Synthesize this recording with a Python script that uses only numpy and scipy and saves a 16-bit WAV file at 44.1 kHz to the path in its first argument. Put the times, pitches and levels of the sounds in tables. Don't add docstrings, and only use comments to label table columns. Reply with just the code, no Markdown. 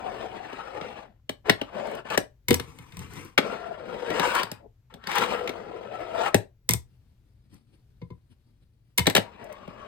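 import sys
import numpy as np
from scipy import signal
from scipy.fft import rfft, irfft, next_fast_len
from scipy.io import wavfile
from scipy.ndimage import uniform_filter1d, map_coordinates

SR = 44100
rng = np.random.default_rng(int(sys.argv[2]) if len(sys.argv) > 2 else 0)


def bounce(signal):
    frames = np.transpose(np.atleast_2d(signal))
    limited = np.clip(frames, -1, 1)
    pcm = np.round(limited * 32767).astype(np.int16)
    wavfile.write(sys.argv[1], SR, pcm)


N = 435266

# (time [s], low rumble [dB], roar of fast wheels [dB], loudest desk resonance [Hz])
ROLLING = [
    [(0, -45, -51, 764), (0.2, -38.5, -45.5, 701), (0.45, -46, -51, 780), (0.53, -48, -48, 815),
     (0.7, -42.5, -48, 830), (0.85, -43.5, -48, 840), (1.03, -48.5, -51.5, 835), (1.09, -60.5, -71, 744),
     (1.19, -81.5, -85, 430)  ],
    [(1.44, -66.5, -75, 610), (1.46, -45, -44.5, 430), (1.49, -36, -44.5, 432)],
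    [(1.58, -57.5, -53, 600), (1.71, -53, -57, 627), (1.755, -35, -45.5, 606.5), (1.99, -38, -46, 623),
     (2.04, -64.5, -66.5, 590), (2.055, -42.5, -47, 620), (2.1, -55, -46, 820), (2.108, -35, -36.5, 950),
     (2.15, -35, -31, 980), (2.168, -51, -48, 800)],
    [(3.42, -43.5, -47, 470), (3.5, -33, -41, 700), (3.7, -48, -54, 700), (3.85, -43.5, -51.5, 490.7),
     (4.09, -34.5, -42, 480), (4.25, -32, -30.5, 510), (4.33, -35, -31.5, 506), (4.345, -34, -28, 977),
     (4.4, -38.5, -28.5, 975), (4.46, -47, -49, 960), (4.56, -68, -56, 887), (4.66, -48.5, -84, 435)],
    [(4.9, -75.5, -58, 542), (4.96, -47.5, -69, 500), (5.02, -76, -65, 880), (5.09, -41, -37.5, 880),
     (5.14, -42.5, -32.5, 467), (5.195, -35, -29.5, 477), (5.4, -35.5, -42.5, 469), (5.75, -45, -55, 450),
     (5.88, -44, -53, 504), (5.93, -42, -50, 743), (6.12, -39.5, -49, 644), (6.21, -32, -35.5, 658),
     (6.285, -36.5, -36, 837), (6.315, -53.5, -56, 600), (6.34, -45, -53, 640)],
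    [(9.21, -55, -57.5, 719), (9.3, -53.5, -57, 850), (9.52, -48, -53, 594), (9.68, -56, -56.5, 609),
     (9.87, -49, -55.5, 604)],
]
# (frequency [Hz], level before each contact's offsets [dB], free t60 [s])
DESK_MODES = [(105.3, -14, 0.14), (182, 3, 0.053), (271.7, 0.5, 0.042), (395, -4, 0.0087), (407, 4, 0.027),
              (598, 2, 0.025), (815, -17, 0.075), (1433, -12.5, 0.027), (1756, -8, 0.028),
              (2150, -11, 0.039), (2520, -15.5, .02), (2900, -13.5, 0.03), (3750, -17.5, 0.022)]
# (frequency [Hz], relative level per Hz [dB])
FIZZ_SPECTRUM = [(3240, -16.5), (5500, -4.5), (6790, -8), (8450, 3), (10300, -11.5), (10900, -6.5),
                 (12300, 1), (14000, -17.5), (15500, -6.5), (16800, -31)]


def amp(db):
    return 10 ** (np.asarray(db) / 20)


def unit(x):
    return x / np.sqrt(np.mean(x ** 2) + 1e-20)


def along(points, hz):
    f, v = np.transpose(points)
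    return np.interp(np.log(hz + 1), np.log(f + 1), v)


def wobble(rate):
    knots = rng.standard_normal(int(N * rate / SR) + 4)
    curve = map_coordinates(knots, [np.arange(0, N, 16) * rate / SR])
    return np.repeat(curve, 16)[:N]


def filtered(x, response):
    n = x.shape[-1]
    m = next_fast_len(n + 4096)
    return irfft(rfft(x, m) * response(np.fft.rfftfreq(m, 1 / SR)), m)[..., :n]


def shape(points, hz):
    power = np.mean(amp(along(points, np.linspace(0, SR / 2, num=2000))) ** 2)
    return amp(along(points, hz)) / np.sqrt(power)


def resonance(hz, centre_hz, half_width):
    return 1 / (1 + (np.log2((hz[:, None] + 1) / centre_hz) / half_width) ** 2)


def stroke(rows, t):
    s, *columns = np.transpose(rows)
    now = (t >= s[0]) & (t <= s[-1] + .012)
    return now, [np.interp(t[now], s, column) for column in columns]


def friction(grit_db, bump_db, patchy_db, lumps_db):
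    # (time [s], scrape level [dB])
    grind = [(2.56, -51), (2.72, -59), (2.94, -60), (3.02, -51), (3.08, -55), (3.17, -48), (3.26, -51),
             (3.35, -71)]
    # (frequency [Hz], relative level per Hz [dB])
    scrape_spectrum = [(260, -45.5), (450, 0.5), (500, 4), (563, -18), (1010, 0), (1700, -8), (2160, -6.5),
                       (3230, -13.5), (6630, -23), (8930, -14.5), (10100, -31), (12200, -22), (16000, -36)]
    # (frequency [Hz], relative level per Hz [dB])
    skin_spectrum = [(260, -28.5), (500, 5.5), (1200, -1), (2500, -3.5), (4800, -1), (6500, -24.5),
                     (9000, -3), (16000, -33)]
    grit = amp(grit_db * wobble(160) + bump_db * wobble(35))
    noise = unit(grit * rng.standard_normal((2, N)))
    hz, t, z = signal.stft(noise, SR, nperseg=1024, noverlap=768)
    gain = grind_colour(hz, skin_spectrum, handling(t), boom_db=13)
    now, (scrape_db,) = stroke(grind, t)
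    gain[:, now] = grind_colour(hz, scrape_spectrum, amp(scrape_db), boom_db=4)
    for rows in ROLLING:
        now, columns = stroke(rows, t)
        gain[:, now] = wheel_colour(hz, t[now], *columns)
    patches = uniform_filter1d(rng.standard_normal(gain.shape), size=24, axis=1)
    lumps = uniform_filter1d(rng.standard_normal(gain.shape), size=5, axis=1)
    lumps = uniform_filter1d(lumps, size=12, axis=0)
    uneven = amp(patchy_db * unit(patches) + lumps_db * unit(lumps))
    coloured = signal.istft(z * gain / loudness(t) * uneven, SR, nperseg=1024, noverlap=768)[1]
    return coloured[:, :N] * loudness(np.arange(N) / SR)


def wheel_colour(hz, t, rumble_db, roar_db, peak_hz):
    # (frequency [Hz], relative level per Hz [dB])
    rumble_spectrum = [(190, -43.5), (320, -3.5), (489, -1), (726, -5), (950, -15.5), (1240, -41),
                       (2090, -120)]
    boom_spectrum = [(41, -34.5), (70, -6), (177, 0), (216, 8.5), (350, -17.5), (460, -29.5), (770, -120)]
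    hiss_spectrum = [(1290, -30.5), (2200, 4), (3030, 2.5), (4900, -5.5), (6210, -17), (8770, -7.5),
                     (10100, -39), (11100, -15.5), (12600, -18.5), (13900, -33.5), (15800, -18),
                     (16500, -37)]
    roar_spectrum = [(530, -24.5), (900, 1.5), (1200, -3.5), (1500, -5), (1800, -6.5), (2700, -16.5),
                     (3510, -34.5), (5940, -120)]
    # (time [s], frequency [Hz], level over the roar [dB])
    upper_steps = [(0, 1120, 8), (.5, 1100, -2), (.53, 1310, 13), (.84, 1260, 20), (.88, 1610, -5),
                   (1.1, 1604, 0), (3.449, 1343, 13), (4.049, 1410, 7), (4.119, 1960, 16.5),
                   (4.34, 1342, 2.5), (6.3, 1303, 15), (9.25, 975, 7.5), (9.47, 880, 10), (9.5, 1143, 14.5)]

    boom_db = -52.5 + 0.66 * (rumble_db + 40)
    hiss_db = -48.5 + 1.066 * (roar_db + 40.5)

    rumble = shape(rumble_spectrum, hz)[:, None] * amp(12 * resonance(hz, peak_hz, 0.06))
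    rumble = amp(rumble_db) * rumble / np.sqrt(np.mean(rumble ** 2, axis=0))
    boom = np.outer(shape(boom_spectrum, hz), amp(boom_db))

    octaves_up = np.clip(np.log2((hz[:, None] + 1) / 4000), 0, 2)
    hiss = np.outer(shape(hiss_spectrum, hz), amp(hiss_db)) * amp(0.18 * (hiss_db + 40.5) * octaves_up)

    s, upper_hz, upper_db = np.transpose(upper_steps)
    upper = amp(np.interp(t, s, upper_db) * resonance(hz, np.interp(t, s, upper_hz), 0.045))
    roar = np.outer(shape(roar_spectrum, hz), amp(roar_db)) * upper
    plate = amp(sum(2 * resonance(hz, mode, 0.011) for mode, _, _ in DESK_MODES if mode > 1100))
    return np.sqrt(rumble ** 2 + plate ** 2 * (hiss ** 2 + roar ** 2) + boom ** 2)


def loudness(t):
    s, rumble_db, roar_db, _ = np.transpose(sum(ROLLING, []))
    return np.hypot(amp(np.interp(t, s, rumble_db)), 2 * amp(np.interp(t, s, roar_db)))


def grind_colour(hz, spectrum, scrape, boom_db):
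    # (frequency [Hz], relative level per Hz [dB])
    hollow_spectrum = [(29, -42), (50, -14.5), (113, -1), (210, -8), (276, -8.5), (450, -21), (580, -51),
                       (990, -120)]
    return np.outer(np.hypot(shape(spectrum, hz), amp(boom_db) * shape(hollow_spectrum, hz)), scrape)


def handling(t):
    # (time of the middle [s], length [s], scrape level [dB])
    rub_events = [(6.935, 0.079, -83), (7.746, 0.134, -81.5), (7.551, 0.073, -68), (8.319, 0.03, -71.5),
                  (8.492, 0.038, -83.5), (8.627, 0.032, -82.5)]
    # (start [s], end [s])
    start, end = (6.84, 8.94)
    rest_db = -86
    rubs = sum(amp(db) * np.exp(-(2 * (t - s) / length) ** 2) for s, length, db in rub_events)
    return (amp(rest_db) + rubs) * (t > start) * (t < end)


def desk_contacts():
    # (time [s], level [dB], then re that level before the offsets below: thud [dB], knock [dB], fizz [dB];
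    # short ping [Hz], inaudible near 0)
    strikes = [(0.5297, -35, -13, -2, -24, 2), (0.8119, -28, -9, -6, -33, 1305),
               (1.2939, -20.5, -14, -6.5, -16, 3039.5), (1.4963, -2, -16.5, -14, -20, 1934),
               (1.6148, -23, -9.5, -3.5, -23.5, 2978.5), (2.1018, -24, -16, -22.5, -20.5, 2592.5),
               (2.1761, -10, -14, -5.5, -10, 1784), (3.3783, -5.5, -24, -21.5, -25.5, 2153.5),
               (3.3839, -8.5, -18.5, -6.5, -22.5, 1320), (4.1031, -23.5, -7, -8, -19.5, 0),
               (4.1962, -12, -16.5, -13.5, -20, 1000), (4.35, -19, -29.5, -32, -10, 1450),
               (4.4325, -21, -11, -19, -13.5, 4700), (4.5157, -27, -5.5, -8, -7, 4851),
               (4.9403, -35.5, -5.5, -12.5, -16.5, 3479.5), (5.0392, -34.5, -14, -16.5, -25.5, 1841),
               (5.0718, -21.5, -18, -22.5, -17.5, 4608.5), (5.1153, -22, -22.5, -24.5, -17.5, 1510.5),
               (5.183, -13.5, -19, -28, -18, 1720), (5.4755, -20.5, -24, -25.5, -24, 2348),
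               (5.4931, -23.5, -22.5, -8, -17.5, 2196), (6.3445, -8.5, -1.5, -3, -10, 1842.5),
               (9.058, -25.5, -18, -14, -24, 1772), (9.0688, -7.5, -11.5, -10.5, -12.5, 3920),
               (9.075, -13, -16, -2.5, -24, 1810), (9.087, -28, -17.5, -13, -26, 2013),
               (9.0986, -15.5, -17.5, -25.5, -13, 4), (9.108, -25, -17, -21.5, -17, 1803),
               (9.151, -4.5, -23, -14, -13.5, 6.5), (9.1637, -7, -20.5, -18, -16.5, 3126),
               (9.1692, -9.5, -18, -18, -15, 1618), (9.1781, -12, -6, -5.5, -22, 2.5),
               (9.6773, -41, 1.5, 4, -21, -4.5)]
    events = [(*row[:5], 0.3 + 0.39 * row[1], .2, row[5]) for row in strikes]
    return contacts(events, DESK_MODES, free=0.88, thump_db=9.5, crack_db=-5.5, fizz_db=11.0,
                    crack_t60=0.033, rough=0.63)


def box_contacts():
    # (time [s], level [dB], then re that level before the offsets below: thud [dB], knock [dB], fizz [dB],
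    # ring of the upper modes [dB]; share of the fizz that is one bare click [0-1])
    strikes = [(2.4841, -19, -5.5, -6.5, 4.5, -2.5, .1), (2.5068, -6, -13.5, 2, -7.5, -13, .3),
               (2.5296, -22.5, -12, -9.5, -2, -6, .2), (2.5419, -14, -17, -13.5, 3, -16, .2),
               (2.5972, -15.5, -18.5, -15.5, -14.5, -22, .1), (2.7873, -39, 1, -9.5, -5.5, -7, .3),
               (2.922, -37.5, -5, -31, -13, -12.5, .3), (2.9692, -35, 6, -16, -3, -5, .3),
               (2.9918, -35.5, 3, -9.5, -0.5, -9.5, .3), (6.691, -12.5, -6, -12, 3.5, -10.5, .55),
               (6.7088, -21, -5, -14.5, 2, -9, .9), (6.717, -26, -7.5, -17, -6, -9, .2),
               (6.7357, -17.5, -4.5, -12, 2, -13.5, .8), (8.0169, -44.5, 13.5, 9.5, -28.5, 4.5, .3),
               (8.1039, -53.5, 20, 14.5, -15, 14, .3), (8.977, -22.5, -13, -12.5, 9.5, -4, .1),
               (8.982, -15.5, -15, -8.5, 4.5, 0.5, .2), (8.9931, -14.5, -5.5, -16.5, -3, -5, .2)]
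    # (frequency [Hz], level before each contact's offsets [dB], free t60 [s])
    box_modes = [(81, -6.5, 0.25), (120, 3, 0.1), (172, 2.5, 0.073), (262, 7, 0.036), (368, 4, 0.035),
                 (476, -4.5, 0.071), (986, -9.5, 0.12), (1880, -10, 0.034), (2130, -6, 0.099),
                 (2520, -9.5, 0.048), (3020, -8.5, 0.049), (3600, -10.5, 0.098), (4140, -9, 0.038),
                 (4650, -13, .045)]
    events = [(*row, 0) for row in strikes]
    return contacts(events, box_modes, free=0.9, thump_db=3, crack_db=-9.0, fizz_db=5.0,
                    crack_t60=0.034, rough=0.45)


def contacts(events, modes, free, thump_db, crack_db, fizz_db, crack_t60, rough):
    # (frequency [Hz], relative level per Hz [dB])
    crack_spectrum = [(410, -24), (700, 1.5), (1170, -4.5), (2080, -0.5), (2490, -4), (3970, -3),
                      (6500, -22.5), (8450, -44.5), (14300, -120)]
    soft_dulls = 0.8
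    ping_db, ping_t60 = -1.5, .013
    click_db = 14

    out, t = np.zeros((2, N + SR)), np.arange(SR // 5) / SR
    hz, mode_db, t60 = np.transpose(modes)
    decay_db = -60 * t / t60[:, None]
    swell = (1 - np.exp(-t * hz[:, None] / 1.18)) ** 2
    bursts = (len(events), 2, len(t))
    crackle = filtered(rng.standard_normal(bursts), lambda f: shape(crack_spectrum, f))
    fizz = filtered(rng.standard_normal(bursts), lambda f: shape(FIZZ_SPECTRUM, f))
    impulse = 1. * (np.arange(len(t)) == SR // 500)
    click = filtered(impulse, lambda f: shape(FIZZ_SPECTRUM, f))
    scatter_db = rng.normal(0, 2.5, (len(events), 2, len(modes)))
    steps = rng.standard_normal((len(events), len(modes), len(t) // 64 + 1))
    drift = rough * np.cumsum(steps, axis=2)
    fade = (1 - np.exp(-(t / 0.0017) ** 2)) * amp(-60 * t / crack_t60)

    for k, (s, db, thud_db, knock_db, high_db, ring_db, bare, ping_hz) in enumerate(events):
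        bands = [hz < 230, hz < 900, hz < 1100]
        levels = [thud_db + thump_db, knock_db + thump_db, ring_db]
        offset_db = np.select(bands, levels, ring_db - soft_dulls * max(thud_db, 0))
        strength = amp(mode_db + offset_db + scatter_db[k])
        wander = (hz[:, None] > 900) * np.repeat(drift[k], 64, axis=1)[:, :len(t)]
        ring = swell * amp(decay_db / free) * np.sin(2 * np.pi * hz[:, None] * t + wander)

        bare = np.clip(bare, 0, 1)
        sharp = (1 - bare) * fade ** 2.1 * fizz[k] + bare * amp(click_db) * click
        ping = amp(ping_db - 60 * t / ping_t60) * (1 - np.exp(-t / 0.00056)) * np.sin(2 * np.pi * ping_hz * t)
        noise = fade * amp(crack_db) * crackle[k] + amp(high_db + fizz_db) * sharp + ping
        out[:, round((s - .001) * SR):][:, :len(t)] += amp(db) * (strength @ ring + noise)
    return out[:, :N]


def ticks():
    # (time [s], level before the common 5 dB cut [dB])
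    tick_events = [(1.8701, -46.5), (1.9126, -47), (1.951, -42), (3.1357, -43), (3.2492, -44), (5.156, -28),
                   (7.5431, -53), (9.4421, -47), (9.5267, -44)]
    t60 = 0.024
    out, t = np.zeros((2, N + SR)), np.arange(SR // 40) / SR
    bursts = filtered(rng.standard_normal((len(tick_events), 2, len(t))), lambda f: shape(FIZZ_SPECTRUM, f))
    bursts = bursts * amp(-60 * t / t60)
    for (s, db), burst in zip(tick_events, bursts):
        out[:, round(s * SR):][:, :len(t)] += amp(db - 5.0) * burst
    return out[:, :N]


def ports(pair):
    # (frequency [Hz], level [dB])
    louder_left = [(60, 10), (110, 5), (200, 5.5), (380, 6.5), (700, 11), (1290, 9.5), (2380, 7), (4400, 5),
                   (8120, -0.5), (15000, 0)]
    # (frequency [Hz], phase [rad])
    phase_between = [(60, .4), (170, .7), (520, .9), (690, 2.9), (860, 5), (1380, 5.8), (1720, 7),
                     (2900, 8.9), (3900, 7.5), (5170, 4.1), (6900, 1.8), (8600, -.4), (11200, 1.5)]
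    # (frequency [Hz], share [0-1], held below .96)
    alike = [(100, 0.62), (450, 1), (690, .4), (1000, 1), (2000, .45), (2900, .65), (4300, 0.51),
             (7000, 0.88), (8600, 0.87), (11000, 1)]

    def weights(hz):
        share = np.clip(along(alike, hz), 0, .96)
        shade, phase = amp(-along(louder_left, hz)), along(phase_between, hz)
        norm = 2 / np.sqrt(1 + shade ** 2 + 2 * shade * share * np.cos(phase))
        right = norm * shade * np.exp(-1j * phase)
        return np.array([[norm, 0 * norm], [right * share, right * np.sqrt(1 - share ** 2)]])
    return filtered(pair, weights).sum(axis=1)


def room(x, stretch=16384):
    # (frequency [Hz], t60 [s])
    room_decay = [(100, 0.14), (500, 0.22), (2000, 0.18), (6000, 0.18), (14000, 0.13)]
    out = np.zeros((2, N + SR))
    for start in range(0, N, stretch):
        hz, t, z = signal.stft(rng.standard_normal((2, SR // 3)), SR, nperseg=256)
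        decay = amp(-60 * t / along(room_decay, hz)[:, None])
        tail = signal.istft(z * decay, SR, nperseg=256)[1]
        tail = tail / np.linalg.norm(tail[0])
        wet = signal.fftconvolve(x[None, start:start + stretch], tail, axes=1)
        out[:, start + 130:][:, :wet.shape[1]] += wet
    return out[:, :N]


def house():
    # (frequency [Hz], relative level per Hz [dB])
    house_spectrum = [(20, -6.5), (55, 7.5), (90, 2), (125, 8), (151, -10), (737, -29.5), (1290, -33),
                      (1720, -33), (7170, -40.5), (10100, -48), (13200, -37), (16000, -49.5)]

    def mix(hz):
        shared = 1 / np.sqrt(1 + (hz / 450) ** 2)
        paths = np.array([[1 + 0 * hz, 0 * hz], [shared, np.sqrt(1 - shared ** 2)]])
        return shape(house_spectrum, hz) * paths
    rumble = filtered(rng.standard_normal((2, N)), mix).sum(axis=1)
    return amp(-59.0 + 1.3 * wobble(4.2)) * rumble * amp([[1.5], [-1.5]])


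def scene():
    hits = desk_contacts() + box_contacts()
    rubs = friction(grit_db=1.5, bump_db=1.7, patchy_db=3.0, lumps_db=2) + ticks()
    answer = amp(-8.5) * amp([[2.5], [-2.5]]) * room(hits[0] + amp(-2) * rubs[0])
    return ports(hits + rubs) + answer + house()


def record(dry):
    top_hz = 16830
    soft = dry / (1 + np.abs(dry / .92) ** 6) ** (1 / 6)
    return filtered(soft, lambda hz: hz < top_hz)


dry = scene()
out = record(dry)
bounce(out)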